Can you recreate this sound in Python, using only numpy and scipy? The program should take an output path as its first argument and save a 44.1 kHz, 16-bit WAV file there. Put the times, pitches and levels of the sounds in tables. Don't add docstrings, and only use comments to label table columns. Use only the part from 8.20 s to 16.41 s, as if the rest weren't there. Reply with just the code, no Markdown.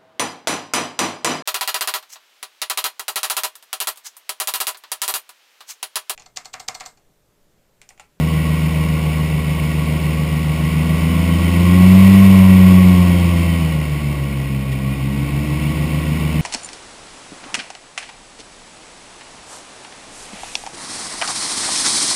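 import sys
import numpy as np
from scipy import signal
from scipy.fft import rfft, irfft, next_fast_len
from scipy.io import wavfile
from scipy.ndimage import uniform_filter1d, map_coordinates

SR = 44100
rng = np.random.default_rng(int(sys.argv[2]) if len(sys.argv) > 2 else 0)


def inscribe(sig):
    pcm = np.round(np.clip(np.atleast_2d(sig).T, -1, 1) * 32767)
    wavfile.write(sys.argv[1], SR, pcm.astype(np.int16))


N = 362061
CRUISE_HZ = 77


def amp(db):
    return 10 ** (np.asarray(db) / 20)


def unit(x):
    return x / np.sqrt(np.mean(x ** 2) + 1e-20)


def along(points, hz):
    point_hz, db = np.transpose(points)
    return np.interp(np.log(hz + 1), np.log(point_hz), db)


def wobble(rate):
    knots = rng.standard_normal(int(N * rate / SR) + 4)
    coarse = np.arange(0, N + 32, 32)
    return np.interp(np.arange(N), coarse, map_coordinates(knots, [coarse * rate / SR]))


def filtered(x, response):
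    padded = next_fast_len(N + SR // 4)
    hz = np.fft.rfftfreq(padded, 1 / SR)
    return irfft(rfft(x, padded) * response(hz), padded)[:N]


def noise(spectrum):
    return unit(filtered(rng.standard_normal(N), lambda hz: amp(along(spectrum, hz))))


def ringing(modes):
    def peaks(hz):
        return sum(amp(db) / (1 + ((hz - centre) / (width * 2 / 3)) ** 2) for centre, width, db in modes)

    return unit(filtered(rng.standard_normal(N), peaks))


def tone(phase, rough, rate):
    in_phase = (1 + rough * wobble(rate)) * np.cos(phase)
    quadrature = rough * wobble(rate) * np.sin(phase)
    return (in_phase + quadrature) * np.sqrt(2 / (1 + 2 * rough ** 2))


def swell(speed, level_db, swell_db, best_hz, width_hz):
    return amp(level_db + swell_db * np.exp(-((speed - best_hz) / width_hz) ** 2))


# (blade rate [Hz], first harmonic level [dB], second harmonic level [dB])
DRONE_LEVELS = [(66, -27.7, -22), (75.5, -24, -21.6), (78.8, -21.3, -17.5), (84.2, -16, -19),
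                (91.7, -12.5, -7), (96.7, -12, -6)]
# (multiple of the blade rate, level [dB] added to the hull's response)
BLADE_OVERTONES = [(3, 0), (4, 0.5), (5, 0.5), (6, 4), (7, 2.5), (8, 2), (9, -1), (10, 1), (11, 1.5),
                   (12, -.5), (13, -2)]
# (frequency [Hz], level at cruise [dB])
HULL_RESPONSE = [(200, -23), (235, -43), (270, -32), (305, -43.5), (350, -37.8), (420, -54), (470, -43.5),
                 (560, -45), (600, -51), (660, -45), (780, -54.5), (920, -52), (990, -48), (1070, -39),
                 (1130, -44), (1250, -78)]
# (multiple of the shaft rate, level at cruise [dB])
SHAFT_FLUTTER = [(2, -52), (4, -47), (5, -54)]
BLADE_COUNT = 3
BUZZ_POWER = 3.5


def propeller(phase, speed):
    rates, first_levels, second_levels = np.transpose(DRONE_LEVELS)
    first = amp(np.interp(speed, rates, first_levels)) * tone(phase, rough=.035, rate=11)
    second = amp(np.interp(speed, rates, second_levels)) * tone(2 * phase, rough=.03, rate=10)
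    buzz = np.zeros(N)
    for k, db in BLADE_OVERTONES:
        start = rng.uniform(0, 2 * np.pi)
        overtone = tone(k * phase + start, rough=.03 * k, rate=8)
        buzz += amp(db + along(HULL_RESPONSE, k * speed)) * overtone
    flutter = sum(amp(db) * tone(k * phase / BLADE_COUNT, rough=.46, rate=3.9) for k, db in SHAFT_FLUTTER)
    return first + second + (buzz + flutter) * (speed / CRUISE_HZ) ** BUZZ_POWER


# (multiple of the engine cycle, level [dB], swell [dB], best blade rate [Hz], swell width [Hz], bark [dB])
EXHAUST_TONES = [(5, -41, 13.5, 79, 27, 1.5), (6, -43.5, 18.5, 82.3, 12.3, 1.8),
                 (8, -32.5, 4, 81.9, 3.8, 2.5), (9, -44, 9.5, 75.4, 1.16, 4), (10, -52, 20, 89.4, 12.6, .4),
                 (11, -50, 15.5, 71.1, 8, 4.5)]
# (multiple of the engine cycle, level at cruise [dB])
CYLINDER_TONES = [(2, -43), (3, -44), (4, -45), (7, -50), (12, -47.5), (13, -55.5), (14, -55), (16, -51),
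                  (18, -54.5), (24, -52.5), (32, -62)]
# (level [dB], swell [dB], best blade rate [Hz], swell width [Hz])
WHINE_SWELLS = [(-52, 11.5, 66.2, .7), (-47.5, 7.5, 83.6, 2.7)]
GEAR_ORDER = 96
UNEVEN_FIRING = .11
CYLINDER_POWER = 1.6


def engine(cycle, speed, throttle):
    exhaust = np.zeros(N)
    for k, level_db, swell_db, best_hz, width_hz, bark_db in EXHAUST_TONES:
        gain = swell(speed, level_db, swell_db, best_hz, width_hz) * amp(bark_db * throttle)
        exhaust += gain * tone(k * cycle, rough=UNEVEN_FIRING, rate=12)
    cylinders = np.zeros(N)
    for k, db in CYLINDER_TONES:
        start = rng.uniform(0, 2 * np.pi)
        cylinders += amp(db) * tone(k * cycle + start, rough=.39, rate=7.7)
    whine_gain = np.max([swell(speed, *row) for row in WHINE_SWELLS], axis=0)
    whine = whine_gain * tone(GEAR_ORDER * cycle, rough=.72, rate=30)
    return exhaust + cylinders * (speed / CRUISE_HZ) ** CYLINDER_POWER + whine


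# (frequency [Hz], relative density [dB per Hz])
ROAR_SPECTRUM = [(20, -12), (42, -12), (62, -4), (100, -7), (185, -.5), (260, -6), (380, -9.5),
                 (480, -12.5), (630, -10.5), (770, -17.5), (950, -12), (1250, -28.5), (1750, -22.5),
                 (2500, -65)]
# (centre [Hz], width [Hz], relative level [dB])
HOLLOW_MODES = [(1104, 58, -1), (1429, 145, -14), (2683, 60, -10)]
# (frequency [Hz], relative density [dB per Hz])
RASP_SPECTRUM = [(1300, -62), (1760, -24), (1910, 1), (2060, -4), (2200, 1.5), (2450, -4.5), (2950, -5),
                 (3350, -12), (3700, -12), (4030, -16.5), (4230, -14), (4500, -16), (5300, -14.5),
                 (6000, -21)]
ROAR_DB, HOLLOW_DB, RASP_DB = -31, -37.5, -32
ROAR_POWER, HOLLOW_POWER, RASP_POWER = 2.65, 3.14, 3.29
THRUST_DB = .5


def air(phase, speed, throttle):
    pace = speed / CRUISE_HZ
    roar = amp(ROAR_DB + .73 * wobble(12)) * pace ** ROAR_POWER * noise(ROAR_SPECTRUM)
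    hollow = amp(HOLLOW_DB + .28 * wobble(12)) * pace ** HOLLOW_POWER * ringing(HOLLOW_MODES)
    chop = 1 + .13 * np.cos(phase) + .026 * np.cos(2 * phase)
    rasp_gain = amp(RASP_DB + .13 * wobble(15) + .43 * wobble(150)) * pace ** RASP_POWER
    rasp = rasp_gain * chop * noise(RASP_SPECTRUM)
    return amp(THRUST_DB * throttle) * (roar + hollow + rasp)


# (time [s], level [dB])
STALK_BRUSHES = [(6.516, -32)]


def stalks():
    t = np.arange(N) / SR
    envelope = np.zeros(N)
    for start, db in STALK_BRUSHES:
        age = np.maximum(t - start, 0) / .007
        envelope += amp(db) * age * np.exp(1 - age)
    return envelope * noise(RASP_SPECTRUM)


# (time [s], blade rate [Hz])
PROPELLER_SPEED = [(0, 78.47), (0.65, 78.22), (1.25, 76.79), (2.45, 77.08), (2.9, 81.37), (3.3, 84.8),
                   (3.8, 95.0), (4, 97.19), (4.2, 94.44), (4.7, 91.14), (4.9, 88.26), (5.35, 83.13),
                   (5.65, 74.93), (6.1, 69.27), (6.4, 66.86), (6.65, 66.28), (6.9, 67.44), (7.5, 74.5),
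                   (8.21, 76.85)]


def propeller_speed():
    times, rates = np.transpose(PROPELLER_SPEED)
    return np.interp(np.arange(N) / SR, times, rates)


CYCLES_PER_BLADE = .38178
CRANK_START = .845
THROTTLE_HZ_PER_S = 2.8


def scene():
    speed = propeller_speed()
    climb = uniform_filter1d(np.gradient(speed) * SR, size=SR // 3)
    throttle = np.tanh(climb / THROTTLE_HZ_PER_S)
    phase = 2 * np.pi * np.cumsum(speed) / SR
    cycle = CYCLES_PER_BLADE * phase + 2 * np.pi * CRANK_START
    machine = propeller(phase, speed) + engine(cycle, speed, throttle)
    return (machine + air(phase, speed, throttle) + stalks())[None]


MIC_LOW_HZ, HOLD_HZ, TOP_HZ = 24, 12000, 15300


def record(dry):
    def bass_cut(hz):
        return 1j * hz / (1j * hz + MIC_LOW_HZ)

    def anti_alias(hz):
        return np.clip((HOLD_HZ / 2 + 320 - hz) / 950, 0, 1)

    narrow = filtered(dry[0], lambda hz: bass_cut(hz) * anti_alias(hz))
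    seconds = int(np.ceil(N / SR))
    slow = signal.resample(np.pad(narrow, (0, seconds * SR - N)), seconds * HOLD_HZ)
    steps = np.repeat(slow, 4)
    held = signal.resample_poly(steps, SR, 4 * HOLD_HZ)[:N]
    return filtered(np.clip(held, -1, 1), lambda hz: hz < TOP_HZ)[None]


dry = scene()
out = record(dry)
inscribe(out)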